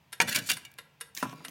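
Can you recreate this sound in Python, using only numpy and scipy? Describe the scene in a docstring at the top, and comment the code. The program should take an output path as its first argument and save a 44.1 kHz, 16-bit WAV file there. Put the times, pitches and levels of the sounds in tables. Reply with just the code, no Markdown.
"""A fryer's clockwork timer ticks throughout, over the faint hum of a small tiled kitchen.
Just after the first tick, a plastic utensil knocks and scrapes in the perforated metal basket,
ringing its plate, side wall and rim and rocking it on the counter. Crumbs tick and crisp food snaps;
then the food slides off the utensil and lands on a dish with a dull thud and a few last crackles."""
import sys
import numpy as np
from scipy import signal
from scipy.fft import rfft, irfft
from scipy.io import wavfile

SR = 44100
rng = np.random.default_rng(int(sys.argv[2]) if len(sys.argv) > 2 else 0)


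def dump_mix(stems):
    """Bounce the given channels to the path in sys.argv[1] as a 16-bit WAV at rate SR."""
    frames = np.atleast_2d(stems).T  # one column per channel
    limited = np.clip(frames, -1, 1)  # hard clip at full scale
    pcm = np.round(limited * 32767).astype(np.int16)
    wavfile.write(sys.argv[1], SR, pcm)


N = 66150
T = np.arange(N) / SR
AGE = T[:N // 3]  # seconds since a contact


def undb(db):
    """Decibels to gain."""
    return 10 ** (np.asarray(db) / 20)


def unit(x):
    """Scale to energy 1."""
    return x / np.sqrt(np.sum(x ** 2) + 1e-18)


def add(out, start_s, x):
    """Mix x in at a cue time."""
    i = max(int(start_s * SR), 0)
    out[i:i + len(x)] += x[:max(N - i, 0)]


def colour_gain(hz, colour):
    """Read the gain off an EQ curve."""
    points_hz, db = np.array(colour, float).T
    return undb(np.interp(np.log(hz + 1), np.log(points_hz), db))


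def tilt(x, db_per_octave):
    """Brighten or darken above 700 Hz; minimum phase, so nothing rings ahead of the attack."""
    size = 32768
    hz = np.clip(np.fft.rfftfreq(size, 1 / SR), 700, 16000)
    cepstrum = irfft(np.log(undb(db_per_octave * np.log2(hz / hz[0]))))
    cepstrum[1:size // 2] *= 2
    cepstrum[size // 2 + 1:] = 0
    return irfft(rfft(x, size) * np.exp(rfft(cepstrum)))[:len(x)]


THIRD_OCTAVES = [(hz, signal.butter(2, [hz / 2 ** (1 / 6), hz * 2 ** (1 / 6)], "band", fs=SR,
                                    output="sos")) for hz in 63 * 2 ** (np.arange(25) / 3)]
def dense_ring(colour, t60_s, damping):
    """Countless resonances dying away; t60_s holds at 1 kHz, and damping shortens the highs."""
    out = 0
    for centre_hz, bandpass in THIRD_OCTAVES:
        band_t60_s = t60_s * (1000 / centre_hz) ** damping
        fade = np.exp(-np.minimum(np.log(1000) * AGE / band_t60_s, 30))
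        band = signal.sosfilt(bandpass, fade * rng.uniform(-0.79, 1, len(AGE)))
        out = out + unit(band) * colour_gain(centre_hz, colour) * np.sqrt(centre_hz)
    return unit(out)


def modes(table, scatter_db=0.5, detune=0.0018, max_lag_s=0.001189):
    """A few clear decaying tones, varied a little because every contact lands on a different spot."""
    out = 0
    for hz, db, t60_s in table:
        size, drift, polarity = rng.standard_normal(3)
        age = np.maximum(AGE - max_lag_s * rng.random(), 0)  # bending waves arrive at different moments
        tone = np.sin(2 * np.pi * hz * (1 + detune * drift) * age)
        fade = np.exp(-np.log(1000) * age / t60_s)
        out = out + np.sign(polarity) * undb(db + scatter_db * size) * unit(tone * fade)
    return unit(out)


def strike(hits, body):
    """Each hit rings the body afresh; its level is its energy spread over 2 ms."""
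    out = np.zeros(N)
    for start_s, db, brightness in hits:
        add(out, start_s, undb(db) * np.sqrt(.002 * SR) * unit(tilt(body(), brightness)))
    return out


def rub(strokes, body, slips_per_s, scatter_db=4, rasp_db=2.5):
    """Each stroke is a swelling run of uneven slips into the body, with a rasp at its own pitch."""
    out = np.zeros(N)
    n = len(AGE)
    for start_s, length_s, db, brightness, rasp_hz in strokes:
        pressure = np.clip(np.minimum(AGE, length_s - AGE) / (length_s * .25), 0, 1)
        slips = (rng.random(n) < slips_per_s / SR) * rng.choice([-1, 1], n)
        slips = slips * undb(scatter_db * rng.standard_normal(n))
        friction = tilt(signal.fftconvolve(slips * pressure, body())[:n], brightness)
        rasp = signal.lfilter(*signal.iirpeak(rasp_hz, Q=4.7, fs=SR), friction)
        add(out, start_s, undb(db) * np.sqrt(length_s * SR) * unit(friction + undb(rasp_db) * rasp))
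    return out


# EQ of the room tone: freq_hz, level_db
ROOM_TONE_EQ = [(30, -10), (60, -1.5), (130, -1), (190, -7), (300, -17.5), (600, -19.5), (950, -13),
                (1300, -22.5), (2600, -18.5), (5000, -29), (9000, -36.5), (16000, -34)]
def room_tone(bed_db=-63.5, hum_db=-72.5, hum_hz=148, hum_width_hz=31):
    """A quiet noise bed, with a narrow band of noise as a low, wavering hum."""
    hz = np.fft.rfftfreq(N, 1 / SR)
    noise = lambda gain: np.sqrt(N) * unit(irfft(rfft(rng.standard_normal(N)) * gain, N))
    bed = noise(colour_gain(hz, ROOM_TONE_EQ))
    hum = noise(np.exp(-((hz - hum_hz) / hum_width_hz) ** 2))
    return undb(bed_db) * bed + undb(hum_db) * hum


# EQ of the reflections, in the timer housing and off the tiles: freq_hz, level_db
ECHO_EQ = [(60, -16), (150, -3.5), (400, -0.5), (1500, -6), (5000, -7.5), (16000, -7)]
def echo(x, t60_s):
    """Dense reflections blur into a short, warm tail."""
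    return signal.fftconvolve(x, dense_ring(ECHO_EQ, t60_s, damping=.3))[:N]


# timer ticks: start_s, level_db, brightness_db_per_octave
TICKS = [(0.1275, -32, 0.1), (0.3478, -31, -1), (.5680, -34, -1), (0.7852, -34.5, -1.1),
         (1.0094, -31, 0.37), (1.2277, -34, -1), (1.4482, -31, -1.5)]
# EQ of the housing's click: freq_hz, level_db
TICK_EQ = [(200, -21), (600, -2), (1000, -24), (1600, 5), (2500, 0.5), (4500, -2.5), (7000, -11), (9500, 1),
           (11500, -11.5), (13500, -9.5), (16000, -24.5)]
# ringing tones of the housing: pitch_hz, level_db, t60_s
TIMER_MODES = [(469, -12.5, 0.1), (1010, -5.5, 0.042), (1367, -2.5, 0.08), (1638, -1, .06),
               (2050, -2, 0.066), (2840, -3.5, 0.14), (3687, -2.5, 0.085), (4585, -2.5, 0.1),
               (5340, -4, 0.045), (6920, -9, 0.079), (8210, -4, .06), (9410, 3.5, 0.039), (9830, -5, .05),
               (11300, -2.5, 0.075)]
def timer(echo_db=-10):
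    """The escapement lets go softly, strikes and bounces once, deep in a housing that rings and echoes."""
    housing = lambda: dense_ring(TICK_EQ, t60_s=.055, damping=0.079) + undb(1.5) * modes(TIMER_MODES)
    contacts = [(-.006, -17), (0, 0), (.0024, -3.5)]  # release, strike, bounce: lag_s, level_db
    hits = [(start_s + lag_s, db + contact_db, brightness)
            for start_s, db, brightness in TICKS for lag_s, contact_db in contacts]
    ticks = strike(hits, housing)
    return ticks + undb(echo_db) * echo(ticks, t60_s=0.4)


# EQ of the plate's clatter: freq_hz, level_db
PLATE_EQ = [(100, -25), (250, -7.5), (400, -34), (600, -8), (1100, -5.5), (1600, 5.5), (2400, 0.5),
            (3600, 2.5), (6300, -3.5), (10000, -4), (16000, -13)]
# ringing tones of the plate: pitch_hz, level_db, t60_s
PLATE_MODES = [(587.3, -9, 0.2), (1490, -3, .08), (1533, -3, 0.075), (1685, -1.5, .08), (2325, 3, 0.06),
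               (2768, -1, .08), (2941, -2.5, .14), (3513, -1, 0.1), (4340, -4, 0.056), (4487, -15, .08),
               (4600, -1, 0.033), (5680, -1, 0.026), (7050, -4, 0.027)]
def plate():
    """One short clank of the basket's perforated plate, damped by the utensil."""
    return dense_ring(PLATE_EQ, t60_s=0.058, damping=0.18) + undb(-2.5) * modes(PLATE_MODES)


# utensil knocks: start_s, plate_level_db, plate_brightness_db_per_octave, wall_level_db
KNOCKS = [(.2011, -14.5, -2.5, -11.5), (.2132, -21, 1.5, -20), (.2818, -28.5, -4.5, -61),
          (.3602, -17.5, 1.5, -54), (.3690, -25, -2, -46), (0.4888, -25.5, 0, -45), (.4995, -18.5, -1, -59),
          (.5145, -20, 4, -42.5), (.6503, -41, 3, -56)]
# ringing tones of the basket's side wall: pitch_hz, level_db, t60_s
WALL_MODES = [(470, -14, 0.11), (723, -9, 0.13), (846, -10.5, 0.061), (937, 0, 0.054), (1377, -3.5, 0.057),
              (1717, -11, 0.047), (1900, -6.5, 0.12), (2256, 0, 0.029), (2440, -2, 0.048),
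              (2780, -5, 0.023), (4400, -19.5, 0.066), (4630, -18, .04), (6410, -5.5, 0.027)]
def knocks():
    """Each knock of the utensil rings the plate and the side wall together."""
    plate_hits = [(start_s, db, brightness) for start_s, db, brightness, _ in KNOCKS]
    wall_hits = [(start_s, db, 0) for start_s, _, _, db in KNOCKS]
    return strike(plate_hits, plate) + strike(wall_hits, lambda: modes(WALL_MODES))


# glancing hits on the rim: start_s, level_db, brightness_db_per_octave
RIM_HITS = [(.2011, -32, -11), (.5160, -43, 1), (.6505, -37.5, 0.5)]
# ringing tones of the rim: pitch_hz, level_db, t60_s
RIM_MODES = [(1605, -12, .4), (1670, -10, 0.47), (2262, -1.5, 0.18), (2350, -8.5, 0.61), (2875, -1, 0.1),
             (3640, -8, 0.123), (4600, -11.5, .1), (7160, -8.5, .05)]
def rim_pings():
    """The rim rings freely when the utensil clips it."""
    return strike(RIM_HITS, lambda: modes(RIM_MODES))


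# bumps on the counter: start_s, level_db
ROCKS = [(.211, -25), (.227, -29.5), (.275, -33), (.304, -39), (.353, -29), (.373, -31), (0.499, -33),
         (.53, -58)]
# EQ of a bump: freq_hz, level_db
ROCK_EQ = [(40, -31), (75, -40), (105, 5), (170, 2), (260, 2), (400, -15), (600, -5), (1200, -31),
           (4000, -88)]
def rocking():
    """The whole basket rocks on the counter, putting low weight under the knocks."""
    bump = lambda: dense_ring(ROCK_EQ, t60_s=0.11, damping=0.46)
    return strike([(start_s, db, 0) for start_s, db in ROCKS], bump)


# utensil strokes: start_s, length_s, level_db, brightness_db_per_octave, rasp_pitch_hz
SCRAPES = [(.214, 0.0098, -26.5, -1, 9000), (.269, 0.02, -33, 0, 1570), (.286, 0.011, -29, 3.3, 1640),
           (.300, 0.047, -36, 0.5, 1750), (.319, 0.013, -32.5, 2, 2800), (.344, 0.018, -25, 2.5, 2520),
           (.366, 0.029, -35.5, 0.5, 1590), (.384, .008, -34.5, 2, 1650), (.395, 0.14, -52.5, 0.5, 7040),
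           (.456, 0.03, -41.5, 5.5, 7200), (.4880, 0.0219, -26, 4.5, 2700), (.512, 0.0075, -31, 0, 4240),
           (.528, 0.013, -37, 5.5, 3660), (.559, 0.0061, -61, 13, 8950), (.594, 0.003, -65, 13, 4700)]
def scrapes():
    """Plastic catches and slips across the plate in a gritty rasp."""
    return rub(SCRAPES, plate, slips_per_s=1400)


# EQ of the crust: freq_hz, level_db
CRUST_EQ = [(200, -28), (700, -12), (1200, -10.5), (2000, -2), (4000, -5), (7000, -5), (10000, -7),
            (16000, -8)]
def crust():
    """One tiny, dry contact of crisp crust."""
    return dense_ring(CRUST_EQ, t60_s=0.01, damping=.25)


# stretches where the food is moved: start_s, end_s
CRUMB_SPANS = [(.55, .75), (1.15, 1.5)]
def crumbs(crumbs_per_s=40, level_db=-65, scatter_db=7, brightness=0.68):
    """Loose crumbs tick at random while the food is moved."""
    moving = sum((T > start_s) & (T < end_s) for start_s, end_s in CRUMB_SPANS)
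    falls = (rng.random(N) < crumbs_per_s / SR) * moving
    sizes = undb(scatter_db * rng.standard_normal(N))
    tick = strike([(0, level_db, brightness)], crust)
    return signal.fftconvolve(falls * sizes, tick)[:N]


# food snaps: start_s, level_db, brightness_db_per_octave
SNAPS = [(.7166, -54, 9), (1.1503, -36.5, 6), (1.1603, -49, 11), (1.1663, -40, -7), (1.1741, -31, -4.5),
         (1.1835, -50, 5), (1.2955, -43.5, -11), (1.3820, -50, -17), (1.4825, -37, -11.5)]
# EQ of a snap: freq_hz, level_db
SNAP_EQ = [(200, -14.5), (700, -31), (1500, -18), (3000, -4.5), (4700, 3), (7000, 4), (8500, -10),
           (12000, -4), (16000, -7)]
def snaps():
    """Crisp pieces break with short, brittle clicks."""
    return strike(SNAPS, lambda: dense_ring(SNAP_EQ, t60_s=0.01, damping=0.13))


# food slides: start_s, length_s, level_db, brightness_db_per_octave, rasp_pitch_hz
SLIDES = [(1.146, 0.017, -50, 2, 2290), (1.162, 0.03, -42, 0, 1800), (1.178, 0.036, -46.5, 1.5, 6500),
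          (1.185, 0.076, -47, -2, 2500), (1.24, 0.11, -55, -2, 2720), (1.33, 0.14, -62.5, -4, 4730),
          (1.478, 0.02, -50.5, 3, 2780)]
def slides():
    """Food slides off the utensil; its closely packed slips sound smoother than the scrapes."""
    return rub(SLIDES, crust, slips_per_s=4000)


# landings on the dish: start_s, level_db, brightness_db_per_octave
THUDS = [(1.2266, -17, 5.5), (1.2535, -25, -4), (1.3285, -33, -9.5), (1.405, -39, -1)]
# EQ of a thud: freq_hz, level_db
THUD_EQ = [(60, -40), (120, 3), (280, 9), (500, -3.5), (750, -2), (1050, 2), (1500, 0.5), (2100, -31),
           (5000, -36), (16000, -55)]
# ringing tones of the dish: pitch_hz, level_db, t60_s
DISH_MODES = [(125.4, -3.5, 0.42), (153, 1.5, 0.47), (273.4, 3, 0.15), (337, -3.5, 0.033), (1005, 5, 0.069),
              (1110, -8.5, 0.86), (1502, -1.5, 0.021), (2390, -24, 1)]
def thuds():
    """Food and utensil land with a dull thud and leave the dish ringing."""
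    dish = lambda: dense_ring(THUD_EQ, t60_s=0.053, damping=0.24) + undb(2.5) * modes(DISH_MODES)
    return strike(THUDS, dish)


def scene(tiles_db=-19, predelay_s=0.011):
    """Timer, basket and food over the room tone, with their short echo off the tiles."""
    basket = knocks() + rim_pings() + rocking() + scrapes()
    food = crumbs() + snaps() + slides() + thuds()
    direct = timer() + basket + food
    mix = direct + room_tone()
    add(mix, predelay_s, undb(tiles_db) * echo(direct, t60_s=0.63))
    return mix[None]


def record(dry, low_cut_hz=118.5, high_cut_hz=16200):
    """Master EQ: thin the deep bass and cut the very top steeply."""
    thinned = signal.sosfilt(signal.butter(2, low_cut_hz, "high", fs=SR, output="sos"), dry)
    return signal.sosfilt(signal.ellip(10, .2, 80, high_cut_hz, fs=SR, output="sos"), thinned)


dry = scene()
out = record(dry)
dump_mix(out)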